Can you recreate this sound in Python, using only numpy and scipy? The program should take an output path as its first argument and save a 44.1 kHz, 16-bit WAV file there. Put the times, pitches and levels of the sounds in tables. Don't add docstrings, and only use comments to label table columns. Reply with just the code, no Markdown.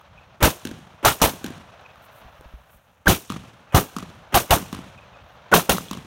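import sys
import numpy as np
from scipy import signal
from scipy.fft import rfft, irfft
from scipy.io import wavfile
from scipy.ndimage import uniform_filter1d

SR = 44100
rng = np.random.default_rng(int(sys.argv[2]) if len(sys.argv) > 2 else 0)


def generate_wav(sig):
    pcm = np.round(np.clip(np.atleast_2d(sig).T, -1, 1) * 32767).astype(np.int16)
    wavfile.write(sys.argv[1], SR, pcm)


N = 267246

EARLIER_SHOT_S, EARLIER_CHIRP_DB = -.46, -45


def amp(db):
    return 10 ** (np.asarray(db) / 20)


def seconds(length):
    return np.arange(round(length * SR)) / SR


def evened(x):
    return x / np.sqrt(np.mean(x ** 2) + 1e-20)


def add(mix, s, sound):
    part = mix[max(round(s * SR), 0):][:len(sound)]
    part += sound[:len(part)]


def spectrum(colour, size):
    hz = np.fft.rfftfreq(size, 1 / SR)
    colour_hz, colour_db = np.transpose(colour)
    gain = amp(np.interp(np.log(hz + 1), np.log(colour_hz), colour_db, -90, -90))
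    z = rfft(rng.standard_normal(size)) * gain
    return hz, z / np.sqrt(np.mean(irfft(z, size) ** 2))


def noise(colour, size):
    return irfft(spectrum(colour, size)[1], size)


def lumps(size, width_s, depth_db):
    wander = uniform_filter1d(rng.standard_normal(size), max(round(width_s * SR), 1))
    return amp(depth_db * evened(wander))


def ring(hz, t60, rise=.001):
    t = seconds(.3)
    return np.sin(2 * np.pi * hz * t) * amp(-60 * t / t60) * (1 - np.exp(-t / rise))


def bed(colour, level, pace_s, depth_db):
    return level * evened(noise(colour, N) * lumps(N, pace_s, depth_db))


# frequency in Hz, relative density in dB per Hz.
WIND_COLOUR = [(20, -40.5), (32, -20.5), (45, -6), (65, 2.5), (120, 0), (189, -4.5), (340, -21),
               (520, -38.5)]
# time in seconds, level in dB.
WIND_STRENGTH = [(0.0, -57), (1.7, -59), (2.4, -56), (2.65, -64), (3.0, -61), (4.2, -56), (6.0, -58)]


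def wind():
    level = amp(np.interp(np.arange(N) / SR, *np.transpose(WIND_STRENGTH)))
    return bed(WIND_COLOUR, level * lumps(N, .06, 2.5), 0.023, 1.5)


# frequency in Hz, relative density in dB per Hz.
WASH_COLOUR = [(150, -38), (250, -13), (349, -12.5), (571, 0.5), (1050, -2.5), (1400, -3.5), (2000, -10.5),
               (2600, -10.5), (3600, -14.5), (4800, -20), (6200, -25), (8000, -37), (10400, -55)]
# time after the shot in seconds, level in dB.
HILL_WASH = [(0.05, -64), (.4, -54), (.7, -55), (1.15, -52), (1.35, -57), (1.8, -67), (2.6, -80)]


def hill_wash():
    t = np.arange(N) / SR
    power = np.full(N, amp(-64) ** 2)
    for s in [EARLIER_SHOT_S] + [row[0] for row in SHOT_LIST]:
        power += amp(np.interp(t - s, *np.transpose(HILL_WASH), -120, -120)) ** 2
    return bed(WASH_COLOUR, np.sqrt(power), .012, 1.8)


# frequency in Hz, relative density in dB per Hz.
RUSTLE_COLOUR = [(3500, -33), (6000, 3.5), (10000, -3), (13000, -4), (16500, -2.5)]


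def thin_rustle():
    return bed(RUSTLE_COLOUR, amp(-76), .008, 1.6)


# frequency in Hz, relative density in dB per Hz.
CLOTH_COLOUR = [(4000, -25), (7000, -7), (10000, -3), (13000, -0.5), (16500, -0.5)]
# middle in seconds, level in dB, length in seconds.
CLOTH_BRUSHES = [(0.014, -69, .012), (2.045, -63, .05), (2.17, -64, .1), (2.4, -72, 1.1), (2.74, -64, .08),
                 (5.3, -76, .15)]


def brushing_clothes():
    t = np.arange(N) / SR
    level = sum(amp(db) * np.exp(-(2 * (t - s) / length) ** 4) for s, db, length in CLOTH_BRUSHES)
    return bed(CLOTH_COLOUR, level, .006, 1.6)


# start in seconds, level in dB, pitch in Hz, decay t60 in seconds.
GEAR_KNOCKS = [(.012, -42, 1260, .02), (1.812, -43, 1510, 0.027), (1.958, -38, 1230, .02),
               (2.41, -32, 480, .012), (3.297, -29, 3420, 0.009), (2.424, -45, 1450, .015),
               (5.724, -12, 910, 0.0099), (5.783, -9.5, 1260, 0.0069), (5.885, -29.5, 3400, 0.0093),
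               (5.94, -29, 3100, .012)]


def gear_knocks():
    out = np.zeros(N)
    fade = amp(-60 * np.arange(400) / SR / 0.0087)
    for s, db, hz, t60 in GEAR_KNOCKS:
        snap = 0.45 * rng.standard_normal(400) * fade
        add(out, s, amp(db) * ring(hz, t60, 0.11 / hz))
        add(out, s, amp(db) * signal.lfilter([.5], [1, -.6], snap))
    return out


# middle in seconds after the shot, level in dB on top of
# the shot's chirp level, approximate pitch in Hz, length in seconds.
SLOPE_RETURNS = [(.643, 0.1, 2520, .03), (.687, -8, 2570, .045)]


def slope_chirps():
    out = np.zeros(N)
    shots = [(EARLIER_SHOT_S, EARLIER_CHIRP_DB)] + [(row[0], row[-1]) for row in SHOT_LIST]
    for s, chirp_db in shots:
        for late, db, hz, length in SLOPE_RETURNS:
            t = seconds(length)
            pitch = hz * (1.03 - 0.068 * t / length)
            wave = np.sin(2 * np.pi * np.cumsum(pitch) / SR)
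            swell = np.hanning(len(t)) * lumps(len(t), 0.002, 3.9)
            add(out, s + late - length / 2, amp(chirp_db + db) * wave * swell)
    return out


def dull_swell(db, length):
    t = seconds(length)
    dull = [(60, -7), (300, 9), (1800, 1), (3200, -5), (3800, -17), (6000, -17), (16400, -25.5)]
    swell = amp(db - 7 * (2.05 - t / length)) * np.minimum(t / .0015, 1)
    return swell * noise(dull, len(t))


# frequency in Hz, relative density in dB per Hz.
TICK_COLOUR = [(1500, -24.5), (2800, 1), (4000, 2.5), (7000, -3), (16400, -14)]


def tick(db, t60):
    return amp(db - 60 * np.arange(2048) / SR / t60) * noise(TICK_COLOUR, 2048)


def scatter(db, t60, per_s=260):
    t = seconds(1)
    present = rng.random(SR) < per_s / SR
    sizes = amp(5.2 * np.minimum(rng.exponential(1, SR), 4)) * present
    pitch, out = rng.integers(0, 6, SR), np.zeros(SR)
    grains = [(450, -2), (800, 3), (1300, -3.5), (2600, -7.5), (3500, -9), (6200, -18)]  # Hz, dB
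    for k, (hz, grain_db) in enumerate(grains):
        grain = ring(hz, 0.0034 + 9. / hz, .0006)[:1500]
        out += amp(grain_db) * signal.oaconvolve(sizes * (pitch == k), grain)[:SR]
    return amp(db - 60 * t / t60) * out


# frequency in Hz, relative density in dB per Hz.
ROAR_COLOUR = [(35, -34.5), (60, -1.5), (234, -5.5), (318, -6), (422, -6.5), (659, -6.5), (916, -8),
               (1430, -11), (1940, -17.5), (2700, -16), (4860, -20), (5600, -20.5), (7600, -22.5),
               (9000, -22.5), (10500, -24.5), (12000, -22), (16400, -25)]
# upper edge in Hz (the last band is open above), first fall as
# a nominal t60 in seconds (the bend speeds it up), tail level in dB, tail t60 in seconds.
ROAR_FALLS = [(131, 0.16, -23, 0.39), (443, 0.24, -24, 0.44), (980, 0.17, -26.5, .9), (2020, 0.18, -29, .9),
              (5000, 0.18, -22.5, 0.97), (9500, 0.23, -16.5, 0.73), (16000, 0.24, -20, .6)]


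def blast(db, thump_db, thump_hz, low_db, treble_db, lag, hold):
    t = seconds(1)
    hz, z = spectrum(ROAR_COLOUR, SR)
    out = amp(thump_db) * np.pad(ring(thump_hz, 0.09, 0.015), (0, SR))[:SR]
    past_hold = np.logaddexp(0, (t - hold) / 0.0067) * 0.0083
    below = 0
    for k, (edge_hz, t60, tail_db, tail_t60) in enumerate(ROAR_FALLS):
        under = 1 / (1 + (hz / edge_hz) ** 8) if k < 6 else 1
        shape = np.hypot(amp(-60 * past_hold / t60), amp(tail_db - 60 * t / tail_t60))
        if k > 3:
            shape = shape * amp(treble_db - 20 * (t < lag))
        band_db = thump_db - 4.5 if k == 0 else db + low_db * (k == 1)
        shape = shape * amp(band_db) * lumps(SR, .006, 3.2 if k < 4 else 2.1)
        out += shape * irfft(z * (under - below), SR)
        below = under
    add(out, lag, tick(db + treble_db - 2.5, .02))
    return (out + scatter(db - 16.5, 0.36)) * np.minimum(t / 0.00027, 1)


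def roar_patch(db, hz, length):
    t = seconds(length)
    cycles = hz * np.cumsum(lumps(len(t), 0.0056, 0.45)) / SR
    return amp(db) * np.sin(2 * np.pi * (cycles + rng.random())) * np.sin(np.pi * t / length)


# delay after the first step in seconds, then relative levels of
# tick, ring and boom in dB.
WALL_STEPS = [(0, 4.5, 6, 4), (.02, 0.5, 3, -8), (.039, -10, -9, -8), (.061, -10, -3, -1.5),
              (.077, -36, -26, -25), (.136, -19, -16.5, -14)]
# frequency in Hz, relative density in dB per Hz.
RUMBLE_COLOUR = [(40, -18.5), (80, -3), (170, -2), (320, -13), (600, -20), (3000, -23), (9000, -35.5),
                 (16000, -49.5)]


def slap(db, ring_hz, ring_db, bright_db, boom_hz):
    t = seconds(1)
    fade = amp(-10.5 - 60 * t / .75) * np.minimum(t / 0.007, 1)
    out = fade * lumps(SR, .01, 2.44) * noise(RUMBLE_COLOUR, SR)
    out += scatter(-30.5, 0.82)
    near = t[:4096]
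    pitch = boom_hz * (0.448 + 0.52 * np.exp(-near / 0.0121))
    swell = np.sin(np.pi / 2 * np.minimum(near / .003, 1))
    decay = np.hypot(amp(-60 * near / 0.02), amp(-12.5 - 60 * near / 0.11))
    boom = -np.sin(2 * np.pi * np.cumsum(pitch) / SR) * swell * decay
    for s, tick_db, step_db, boom_db in WALL_STEPS:
        add(out, s, tick(tick_db + bright_db - 3.5, 0.017))
        add(out, s, amp(step_db + ring_db + 9) * ring(ring_hz, 0.0096, 0.0013))
        add(out, s + 0.00068, amp(boom_db + 7.5) * boom)
    return amp(db) * out


# start in seconds, roar level in dB, thump level in dB, low-mid trim in dB, treble
# trim in dB, treble lag in seconds, hold in seconds, level in dB (before its swell) and length in seconds
# of the dull noise ahead of the blast, then reference levels of roar patches, slap and chirp in dB.
SHOT_LIST = [(0.425, -12, -5.5, -2, 0, 0.0025, 0.035, -16.5, 0.021, -16, -25, -48),
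             (1.0472, -10.5, -6, -9.5, 0.5, 0.0028, 0.033, -20.5, 0.02, -15, -29, -54),
             (1.2161, -12, -8, -4, 1, 0.00093, 0.03, -25, 0.016, -18, -24.5, -46),
             (3.07, -16, -5, 2, 4.5, .01, .045, -17, .013, -5, -24, -51),
             (3.7439, -11.5, -3.5, -0.5, -1, 0.0038, 0.028, -25, 0.022, -19, -25.5, -48),
             (4.3419, -12, -10, -3.5, 0.5, 0.0012, 0.028, -21, 0.02, -10.5, -26, -47.5),
             (4.5061, -12, -6, -3.5, 0.5, 0.0012, 0.027, -22, 0.011, -13.5, -25, -49.5),
             (5.5265, -11.5, -16, -2.5, 1, 0.012, 0.04, -11, 0.012, -7, -28, -48),
             (5.6926, -13, -9.5, 3, 4, 0.0023, 0.006, -32, .008, -16, -25.5, -48)]
# (delay in seconds, ring pitch in Hz,
# relative ring level in dB, relative tick level in dB, boom pitch in Hz before its sag).
SHOOTER_STANCES = [(0.1, 55.5, -28, [(.0185, 0.1, 880, .022), (.036, -3, 640, .022)],
                   (.2268, 1560, -8, -1.5, 330)), (2.9, 55, -32, [(.003, 0.1, 1640, .009),
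                   (.008, -5, 1520, .009), (.02, -10, 190, .04)], (.231, 1193, -0.5, -4, 280)),
                   (3.6, 48, -42, [(.029, 0.1, 700, .021), (.033, -1, 1250, .012)],
                   (.2211, 1205, 1.5, -1, 282)), (4.2, 49.5, -38, [(.012, -5, 800, .02),
                   (.028, 0.1, 700, .026)], (.2218, 1110, -4, -4.5, 270)),
                   (5.3, 57, -31, [(.0055, 0.1, 1450, .014), (.042, -8, 173, .06)],
                   (.219, 1090, -1.5, -0.5, 267))]


def rifle():
    out = np.zeros(N)
    for s, db, thump_db, *body, swell_db, swell_s, patch_db, slap_db, _ in SHOT_LIST:
        stance = [row for row in SHOOTER_STANCES if row[0] < s][-1]
        _, thump_hz, action_db, patches, (wall_delay, *wall) = stance
        add(out, s - swell_s, dull_swell(swell_db, swell_s))
        add(out, s, blast(db, thump_db, thump_hz, *body))
        add(out, s + 0.078, tick(action_db, 0.052))
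        for late, relative_db, hz, length in patches:
            add(out, s + late - length / 2, roar_patch(patch_db + relative_db, hz, length))
        add(out, s + wall_delay, slap(slap_db, *wall))
    return out


# start in seconds, level in dB.
STEPS_ON_GRASS = [(2.255, -39), (2.39, -45), (2.457, -35.5), (2.538, -29), (2.76, -48)]
# pitch in Hz, relative level in dB, decay t60 in seconds.
TURF_MODES = [(56, 0.1, .14), (150, -12, .06), (196, -12, .045)]


def footfalls():
    out = np.zeros(N)
    thud = sum(amp(db) * ring(hz, t60, 0.11 / hz) for hz, db, t60 in TURF_MODES)
    for s, db in STEPS_ON_GRASS:
        add(out, s, amp(db) * thud)
    return out


def scene():
    background = wind() + hill_wash() + thin_rustle() + brushing_clothes()
    return (background + gear_knocks() + slope_chirps() + rifle() + footfalls())[None]


# centre in Hz, width in Hz, depth in dB.
HOUSING_DIPS = [(2110, 450, 1), (4780, 650, 4.5), (7750, 700, 3), (10420, 470, 2.5)]


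def record(dry):
    ceiling, edge_hz = .72, 15900
    hz = np.linspace(0, SR / 2, 1025)
    housing = amp(-sum(db * np.exp(-((hz - f) / width) ** 2) for f, width, db in HOUSING_DIPS))
    heard = signal.oaconvolve(dry, signal.firwin2(801, hz, housing, fs=SR)[None], "same")
    squeezed = heard / (1 + abs(heard / ceiling) ** 4) ** (1 / 4)
    band_limit = signal.firwin(511, edge_hz, window=("kaiser", 9), fs=SR)
    return signal.oaconvolve(squeezed, band_limit[None], "same")


dry = scene()
out = record(dry)
generate_wav(out)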